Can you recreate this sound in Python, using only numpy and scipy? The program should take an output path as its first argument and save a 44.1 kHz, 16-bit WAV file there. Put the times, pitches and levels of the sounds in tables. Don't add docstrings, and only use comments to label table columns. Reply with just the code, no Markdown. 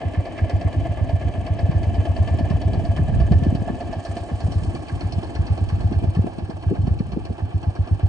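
import sys
import numpy as np
from scipy import signal
from scipy.fft import rfft, irfft, next_fast_len
from scipy.io import wavfile

SR = 44100
rng = np.random.default_rng(int(sys.argv[2]) if len(sys.argv) > 2 else 0)


def natural_amplitude(level_db):
    exponent = np.asarray(level_db, float) / 20
    return 10 ** exponent


def wav_record(signal):
    frames = np.transpose(np.atleast_2d(signal))
    bounded = np.clip(frames, -1, 1)
    quanta = np.round(bounded * 32767).astype(np.int16)
    wavfile.write(sys.argv[1], SR, quanta)


N = 356328


def rms_one(x):
    return x / np.sqrt(np.mean(x ** 2) + 1e-20)


def in_time(rows):
    s, *columns = np.transpose(rows)
    return [np.interp(np.arange(N) / SR, s, column) for column in columns]


def drift(rate):
    r = np.exp(-40 * np.pi * rate / SR)
    slow = signal.lfilter([1], [1, -2 * r, r * r], rng.standard_normal(N // 20 + 2002))[2000:]
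    return np.interp(np.arange(N) / 20, np.arange(len(slow)), rms_one(slow))


def band_noise(order, low, high):
    band = signal.butter(order, [low, high], "band", fs=SR, output="sos")
    return signal.sosfilt(band, rng.standard_normal((2, N)))


def resonate(x, hz, width):
    r = np.exp(-np.pi * width / SR)
    poles = [1, -2 * r * np.cos(2 * np.pi * hz / SR), r * r]
    return signal.lfilter([(1 - r * r) / 2, 0, (r * r - 1) / 2], poles, x)


def clicks(times, level_db):
    at, out = np.round(np.asarray(times) * SR).astype(int), np.zeros(N)
    keep = (at >= 0) & (at < N)
    out[at[keep]] = (natural_amplitude(level_db) * np.ones(len(at)))[keep]
    return out


def bursts(times, level_db, rise, fall):
    t = np.arange(int(8 * fall * SR)) / SR
    shape = np.exp(-t / fall) * (1 - np.exp(-t / abs(rise)))
    return signal.oaconvolve(clicks(times, level_db), shape / shape.max())[:N]


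def changes(times, rows):
    rows = np.array(rows)
    out = np.zeros((rows.shape[1] - 1, len(times)))
    out[:, np.abs(times[:, None] - rows[:, 0]).argmin(0)] = rows[:, 1:].T
    return out


# (time [s], turned away [0-1],
# treble lift as a port faces the engine [dB], shading by the hand [dB])
TURN = [(0, 0.17, -2.5, 0.3), (.55, 0.05, 0.6, -0.6), (1.5, 0.14, 0.1, -0.1), (2.14, 0.04, 2, 0.25),
        (3.1, 0.1, 2.5, -0.6), (3.97, 0.27, 3, 0), (4.06, 0.4, 7, 0.3), (4.2, 0.42, 7, 0.5),
        (4.32, 0.5, 4.5, -0.1), (4.52, 0.62, 6, 0), (4.7, 0.75, 4, -0.5), (5.6, 0.91, 1.5, -0.3),
        (6.5, 1, 0.5, -4), (7.25, 0.99, 0, -4.5), (8.1, 1, -1.5, -3.5)]


def turning():
    away, lift_db, shade_db = in_time(TURN)
    return np.clip(away, 0, 1), lift_db, shade_db


# (frequency [Hz], level [dB per Hz])
WIND = [(20, -32.5), (45, -0.5), (70, 0.5), (110, 1), (170, -14.5), (260, -9), (320, -7), (420, -31),
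        (700, -41)]
# (time [s], level [dB])
GUSTS = [(0.0, -30), (.18, -36), (1.1, -28), (1.4, -29), (2.5, -25), (2.85, -26.5), (3.2, -19), (3.9, -33),
         (4.35, -38.5), (4.64, -24.5), (4.82, -33.5), (5.1, -26), (5.3, -34), (5.92, -23.5), (6.5, -38.5),
         (6.88, -22), (7.36, -36), (8.08, -35)]
# (time [s], change [dB])
FLUTTERING = [(0, 2), (.6, 0.5), (.8, 0.5), (1.3, -2), (1.7, -1), (2.0, 3), (2.28, -4), (2.6, 2.5),
              (2.9, 2), (3.1, -4.5), (3.5, 3.5), (4.3, 0.8), (4.85, 3), (5.4, 2.4), (6.2, -0.5), (7.0, 0.5),
              (7.5, -3), (8.1, -0.5)]


def wind():
    rumble, flutter = np.zeros((2, N)), np.zeros((2, N))
    lumps, edges = drift(14), 20 * 2 ** np.arange(0, 5.1, .5)
    away = turning()[0]
    white = rng.standard_normal((2, 2, N))
    hz, level_db = np.transpose(WIND)
    for k, (low, high) in enumerate(zip(edges, edges[1:])):
        band = signal.butter(2, [low, high], "band", fs=SR, output="sos")
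        mid, side = signal.sosfilt(band, white[k % 2])
        upper = low > 200
        lump_db = (2.5 * lumps + 2.5 * drift(20)) * (.6 if upper else 1)
        gain = natural_amplitude(np.interp(np.log(low * high) / 2, np.log(hz), level_db) + lump_db)
        if low < 50:
            gain = gain * natural_amplitude(-4.5 * away)
        layer = flutter if upper else rumble
        layer += gain * (mid + (.55 if upper else .63) * side * [[1], [-1]])
    rumble_db, = in_time(GUSTS)
    flutter_db = -36.5 + 0.27 * (rumble_db + 32) - 6 * away + in_time(FLUTTERING)[0]
    return natural_amplitude(rumble_db + 0.5) * rms_one(rumble) + natural_amplitude(flutter_db) * rms_one(flutter)


# (time [s], peak [dB], pitch [Hz], flutter [dB])
BUFFETS = [(1.696, -7, 122, -23), (2.411, -12, 222, -40), (2.462, -22, 136, -49), (2.511, -9, 156, -54),
           (2.779, -13.5, 126, -37), (2.841, -17, 164, -35), (2.996, -11.5, 134, -24),
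           (3.092, -14.5, 156, -48), (3.223, -25, 147, -25), (3.317, -2.5, 148, -36),
           (3.428, -10.5, 146, -19), (3.468, -6, 223, -20), (3.527, -10, 195, -20.5),
           (3.552, -11.5, 146, -31), (3.622, -13.5, 167, -29), (3.704, -13, 204, -21.5),
           (4.485, -16, 149, -25.5), (5.185, -15, 154, -29), (5.921, -16, 235, -18.5),
           (6.043, -13.5, 196, -21), (6.174, -8.5, 131, -35), (6.194, -7, 163, -38),
           (6.245, -13.5, 242, -30), (6.264, -17.5, 224, -22), (6.498, -17.5, 222, -25),
           (6.719, -12.5, 166, -11), (6.88, -9.5, 167, -25), (7.008, -8.5, 165, -24),
           (7.173, -13, 214, -17), (7.309, -19, 178, -22.5)]
# (time [s], peak [dB], pitch [Hz])
WISPS = [(2.348, -11, 95), (2.393, -25.5, 260), (2.73, -17.5, 195), (2.752, -18, 146), (3.326, -8.5, 127),
         (3.674, -20, 228), (3.896, -19, 223), (4.17, -20.5, 260), (4.319, -19.5, 194), (4.746, -19, 250),
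         (6.028, -17.5, 250), (6.387, -18, 190), (7.136, -18.5, 144)]


def buffets():
    eddies = BUFFETS + [(s, db, hz, db - 12.5) for s, db, hz in WISPS]
    out, chance = np.zeros((2, N + SR)), rng.uniform(-np.pi, np.pi, (len(eddies), 2))
    for (s, peak_db, hz, _), (phase, skew) in zip(eddies, chance):
        length = 1.124 / hz
        t = np.arange(int(2 * length * SR)) / SR
        turn = 2 * np.pi * hz * t * (1.3 - 0.15 * t / length) + phase
        port_skew = 0.62 * np.sin(skew) * np.array([[1], [-1]])
        swing = np.sin(turn + port_skew) * np.hanning(len(t))
        swing = swing + natural_amplitude(-16.5) * np.sin(2.595 * turn) * np.hanning(len(t)) ** 6
        at = int((s - length) * SR)
        out[:, at:at + len(t)] += swing * natural_amplitude(peak_db)
    s, _, _, ragged_db = np.transpose(eddies)
    mid, side = band_noise(4, 180, 430)
    ragged = rms_one(mid + 0.55 * side * [[1], [-1]])
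    return out[:, :N] + ragged * bursts(s - .012, ragged_db - 7.5, 0.012, 0.012)


# (time [s], length of a cycle [ms])
CYCLE = [(0.05, 119.81), (0.42, 115.29), (1.01, 118.51), (1.5, 125.88), (1.98, 109.53), (2.88, 118.06),
         (3.24, 119.54), (3.72, 137.03), (4.08, 115.15), (4.67, 115.67), (5.61, 109.37), (6.42, 115.78),
         (7.54, 122.59), (7.91, 120.36)]
# (time [s], late [ms])
STUMBLES = [(0.42, 9.2), (0.89, 10.3), (1.38, 7.3), (1.98, -2.3), (2.77, 2.4), (3.0, -5.0), (3.47, -9.6),
            (3.58, -12.7), (3.84, -13.0), (3.96, -6.4), (4.32, 8.4), (4.44, -2.5), (4.92, 22.9),
            (5.04, 6.7), (5.26, -5.9), (5.39, 14.1), (5.72, 4.4), (5.84, 7.4), (5.96, 5.9), (6.3, 6.7),
            (6.66, 11.4), (6.79, 7.6), (7.16, 14.9), (7.29, 11.7), (7.42, 8.2), (7.67, 2.7)]


def crank():
    thumps, (at, late_ms) = [.0505], np.transpose(STUMBLES)
    for _ in range(68):
        due = thumps[-1] + np.interp(thumps[-1], *np.transpose(CYCLE)) / 1000
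        thumps.append(due + late_ms[np.abs(at - due) < .05].sum() / 1000)
    cycle = np.diff(thumps, prepend=thumps[0] - .115)
    return np.array(thumps), thumps - (.0081 + .2265 * cycle)


def metal(modes, shake, strikes, spread, away):
    noise = rng.standard_normal((2, N))
    limits = [.8 * modes[0][0], min(1.3 * modes[-1][0], 12000)]
    band = signal.butter(2, limits, "band", fs=SR, output="sos")
    drive = signal.sosfilt(band, noise * shake + strikes * np.array([[1], [0]]))
    unit = np.std(sum(natural_amplitude(db) * resonate(noise[0, :SR], hz, w) for hz, w, db, _ in modes))
    rung = np.zeros((2, N))
    for k, (hz, width, db, turned_db) in enumerate(modes):
        rung += (-1) ** k * natural_amplitude(db + away * turned_db) * resonate(drive, hz, width)
    return rung * [[1], [spread]] / unit


# (frequency [Hz], phase ahead [rad])
PORTS = [
    ([(0, 0), (600, 2), (1300, 1), (2200, -1), (3500, 1), (4700, 5), (5400, 5), (6400, 3), (7100, 5), (7800, .7), (10000, 0)], [(0, 0), (300, -.5), (600, .2), (2100, -.4), (2900, 1.6), (4300, .2), (5200, .8), (6800, 0), (7400, 1.0), (8700, -.1), (10000, -2.5)]),
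    ([(0, 0), (400, 0), (750, -9), (1300, -2.5), (2000, .5), (2900, 3), (4200, 2.2), (5700, 5.5), (7100, 3), (7800, -.5), (10000, -.5)], [(0, 0), (600, -1.6), (1200, -.8), (1900, -1.5), (2900, -3.3), (4400, -4.7), (4700, -5.3), (6700, -6.3), (8000, -6.0), (8900, -6.6), (10000, -9)]),
]


def ports(parts, away):
    direct, scattered = parts
    size = next_fast_len(N + 4096)
    hz, left = np.arange(size // 2 + 1) * SR / size, rfft(direct + scattered, size)
    heard = []
    for db, lead in PORTS:
        phase = np.exp(1j * np.interp(hz, *np.transpose(lead)))
        pose = natural_amplitude(np.interp(hz, *np.transpose(db))) * phase
        heard.append(irfft(left * pose, size)[:N])
    facing, turned = heard
    return np.array([(1 - away) * facing + away * turned, direct - scattered])


# (level [dB], change turned away [dB], share of the treble lift [1])
RATTLING = [
    (-39.5, -3.5, -0.31),
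    (-49, 1, 0.089),
    (-64, 3.5, 0.56),
    (-65, -2.5, 0.83),
]


def rattle():
    away, lift_db, shade_db = turning()
    return [natural_amplitude(db + away * away_db + share * lift_db + shade_db) for db, away_db, share in RATTLING]


# (share of cycle [1], casing [dB], head [dB], fins [dB])
CONTACTS = [
    (-.008, -35.5, -3, 9.4),
    (.1, 0, -15, 2.7),
    (.54, 8.5, 0, 7.3),
    (0.59, 5, -9.5, 9.1),
    (-.115, 4.5, -14, 3.5),
]


def contacts(s, period, uneven):
    return [sum(bursts(s + row[j] * 0 + row[0] * period, row[j] + uneven[:, k], 0.0011, 0.0032)
                for k, row in enumerate(CONTACTS)) for j in range(1, 4)]


# (frequency [Hz], width [Hz], level [dB], change turned away [dB])
TANK = [(324, 45, -4, 8.5), (572, 123, -2, 1.5), (683.2, 55.4, 4.5, 3.5), (821, 131, -6.5, 9.5),
        (955, 246, -13, -4)]
# (share of cycle [1], level against a usual knock [dB])
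TANK_TAPS = [
    (.13, -7.5),
    (.50, -4.5),
    (.58, -13.5),
    (.78, -23),
]


def tank(s, period, knock_db, shaking):
    away, _, shade_db = turning()
    at = np.minimum(s * SR, N - 1).astype(int)
    share, tap_db = np.transpose(TANK_TAPS)
    taps = (s[:, None] + share * period[:, None]).ravel()
    usual_db = (-29.5 - 8.5 * away + shade_db)[at, None]
    tap_db = (tap_db + 2.5 * rng.standard_normal((len(s), len(share))) + usual_db).ravel()
    taps, tap_db = np.append(s - 0.002493, taps), np.append(knock_db, tap_db)
    knock = bursts(taps, tap_db - 2.5, 0.004, 0.013)
    blows = sum(clicks(taps + k * 2 / 682, tap_db + 23.0) for k in range(3))
    chatter = (rng.random(N) < 90 / SR) * natural_amplitude(15.5 + 4.3 * rng.standard_normal(N))
    shake = shaking * natural_amplitude(3.5 + 0.63 * drift(60)) + knock
    return metal(TANK, shake, blows + shaking * chatter, 0.33, away), blows


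# (frequency [Hz], width [Hz], level [dB], change turned away [dB])
CASING = [(1112, 119, 2, 3), (1630, 48, 4, -1), (1755, 45, 6.5, -7), (1815, 40, 1, -6), (2053, 900, -5, -6)]
COVER = [(2337, 36, 5.5, -2.5), (2650, 84, 3.5, -2), (2908, 40, 5, -6), (3063, 65, 5.5, -6),
         (3390, 90, -1, -2), (3270, 600, -8, -1.5)]
HEAD = [(3936, 65, 0, -4), (4200, 60, -2, 4), (4326, 60, 5, 7), (4620, 110, 4, -3), (4735, 45, 4.5, -3),
        (5160, 65, -2, 3), (5395, 55, -1, 0), (5755, 70, -2, 1)]
CHAIN = [(3790, 840, 3.5, 0.0041), (4850, 3000, -2.5, 0.0041)]
FINS = [(6100, 520, 3.1, -2), (7345, 390, 5, 1.5), (7630, 580, 7, 2.5), (9010, 3400, 1.8, 5.5)]
# (time [s], change of head tick [dB], tank knock [dB], casing burst [dB])
ODD_CLACKS = [(.02, -16, 0.5, -21.5), (.14, -2.5, -2.5, 3.5), (.38, 2, -2, 10.5), (.50, 7, 1.5, 8.5),
              (.97, -26, 0, -3), (1.33, -18, -2.5, -33), (1.46, 3, 1, 6.5), (1.59, 3, 4.5, 1),
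              (2.28, 0, 3.5, 7), (2.85, 1, -1, -3), (3.2, 0, 2.5, 4), (3.68, -20, 4.5, 5),
              (4.05, 3.5, 1, 3), (4.29, -28, 3.5, 1.5), (4.40, 3.5, -2.5, 5), (4.63, -2, -8, -18),
              (4.89, -2, -5, 11.5), (5.12, 8.5, -3, -7), (5.23, 1.5, 6.5, -23), (5.35, 4, -5, 5),
              (5.58, -5, 2.5, -29), (5.69, 5.5, -16, 8.5), (5.92, 4.5, -1, 3), (6.27, -28, 4.5, -13),
              (6.75, -16, 2, 5.5), (6.99, 0.5, -17, 0.5), (7.12, 4.5, -3, 2), (7.25, 5.5, -1.5, 0),
              (7.50, -28, -9.5, 0), (7.99, -8, -0.5, 2), (.61, 2, 2, -1), (.85, -13, 4.5, -2),
              (1.09, -3, 3.5, 1), (1.21, -8, 2, 5.5), (2.05, -3.5, 2, 4), (2.39, 1.5, 1, -4),
              (2.5, 1.5, -1.5, 6), (2.73, 1, 1.5, 5.5), (2.96, 1, 1.5, 8), (3.08, -23, 0, 2),
              (3.32, 4, 3, 6), (3.93, 4, 2, 0), (4.17, -1, 2, -1), (5.01, 3, 1, 5), (5.46, 1.5, -1.5, 3),
              (6.04, -5, -0.5, 2), (6.15, 2.5, 0.5, 8.5), (6.5, 3.5, 0.5, 1), (6.62, -6, -5, 4),
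              (7.38, -6.5, -1.5, 1)]
# (time [s], added ring as a share of the sound [1])
COVER_IN_VIEW = [(0, 0.66), (1.3, 0.34), (2.2, -0.25), (3.9, -0.32), (5, 0.28), (8.1, -0.22)]


def engine():
    s = crank()[1]
    period = np.append(np.diff(s), .12)
    away, lift_db, shade_db = turning()
    at = np.minimum(s * SR, N - 1).astype(int)
    tank_shake, casing, head, fins = rattle()
    tick_db, knock_db, burst_db = changes(s, ODD_CLACKS) + 1.2 * rng.standard_normal((len(s), 3)).T
    snap_db = 0.19 * np.maximum(tick_db, -20)
    tick_db = tick_db - 53.5 + (lift_db + shade_db)[at]
    knock_db = knock_db - 29.5 - 6.5 * away[at]
    uneven = rng.normal(0, 2.5, (len(s), len(CONTACTS)))
    on_casing, on_head, on_fins = contacts(s, period, uneven)
    burst = bursts(s + 0.0066, burst_db - 43.5, 0.0031, 0.0067)
    snap = casing * bursts(s - 0.0015, 8.0 + snap_db + 0.56 * uneven[:, 0], 0.00014, 0.0048)
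    tick = bursts(s, tick_db + 0.5, 0.0001, 0.0097)
    drum, blows = tank(s, period, knock_db, tank_shake)

    shake = casing * (natural_amplitude(2.3 + 2.1 * drift(40)) + natural_amplitude(-17.0) * on_casing) + burst
    rest = metal(CASING, shake, natural_amplitude(-13) * blows, 0.45, away)
    shake = casing * (natural_amplitude(-3.0 + 1.5 * drift(28)) + natural_amplitude(-12.5) * on_casing) + snap
    rest += metal(COVER, shake, natural_amplitude(-36.5) * blows, 0.6, away)
    shake = head * (natural_amplitude(-7.5 + 1.7 * drift(40)) + on_head) + tick
    rest += metal(HEAD, shake, clicks(s, tick_db + 18.5), 0.49, away)
    shake = head * natural_amplitude(2.5 + 1.7 * drift(40)) + natural_amplitude(-7.0) * tick + natural_amplitude(-20.0) * snap
    rest += metal(CHAIN, shake, 0, 0.65, away)
    rest += metal(FINS, fins * (natural_amplitude(4.0 + 2.2 * drift(50)) + on_fins), 0, .26, away)
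    rest = rest + in_time(COVER_IN_VIEW)[0] * resonate(rest, 2090, 260)
    return ports(drum + rest, away)


# (frequency [Hz], width [Hz])
PIPE = [
    (85.6, 27.4),
    (60.1, 12.9),
    (100.9, 16.5),
]
# (time [s], change [dB])
BURNS = [(.05, -3), (.29, -33), (.89, -3.5), (1.38, -8), (2.31, 0), (2.77, -5), (3.0, -3), (3.12, -6.5),
         (3.47, -1.5), (3.58, -8.5), (3.72, -10), (3.84, -11.5), (3.96, -8), (4.08, -8.5), (4.2, -12),
         (4.32, -4), (4.67, -3.5), (4.78, -15), (4.92, -6), (5.04, -2.5), (5.16, -4), (5.26, -18.5),
         (6.3, -33), (6.42, -7), (6.53, -12.5), (7.02, -16), (7.16, -21), (7.29, -8), (7.42, -4.5),
         (8.03, 2)]
# (time [s], left over right [dB])
PIPE_SIDE = [(0, 0), (.7, -1.3), (1.2, -3.5), (1.8, 0), (2.3, -0.5), (3.2, -0.5), (4.7, 0), (5.7, 0),
             (6.3, .5), (7.2, -.5), (8.1, -1.5)]


def exhaust():
    s = crank()[0]
    thump_db = -9 - 0.74 * rng.standard_normal(len(s)) + changes(s, BURNS)[0]
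    pulse = np.pad(-np.hanning(44), (0, SR // 4))
    shape = pulse
    for hz, width in PIPE:
        shape = resonate(shape, hz, width)
    tip = resonate(resonate(np.roll(pulse, 120), 140, 50), 140, 50)
    shape = shape / np.abs(shape).max() + natural_amplitude(-14.0) * tip / np.abs(tip).max()
    lag_s = 0.00066
    thumps = np.array([signal.oaconvolve(clicks(s + side * lag_s, thump_db), shape)[:N]
                       for side in (-.5, .5)])
    thumps = thumps * natural_amplitude(in_time(PIPE_SIDE)[0] * [[.5], [-.5]])
    puff = rms_one(band_noise(2, 80, 210))
    return thumps + puff * bursts(s, thump_db - 21, .015, .014)


def scene():
    return wind() + buffets() + engine() + exhaust()


def low_pass(x):
    return signal.sosfilt(signal.butter(12, 12300, fs=SR, output="sos"), x)


def record(dry):
    cut = signal.sosfilt(signal.cheby1(10, .5, 9250, fs=SR, output="sos"), dry)
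    cut = signal.sosfilt(signal.butter(2, 28, "high", fs=SR, output="sos"), cut)
    cut = cut / (1 + np.abs(cut / .72) ** 4) ** .25
    bass = signal.sosfilt(signal.butter(4, 260, fs=SR, output="sos"), cut)
    cut = cut + bass * natural_amplitude(-65) * np.cos(2 * np.pi * 12000 * np.arange(N) / SR)
    return low_pass(cut)


dry = scene()
out = record(dry)
wav_record(out)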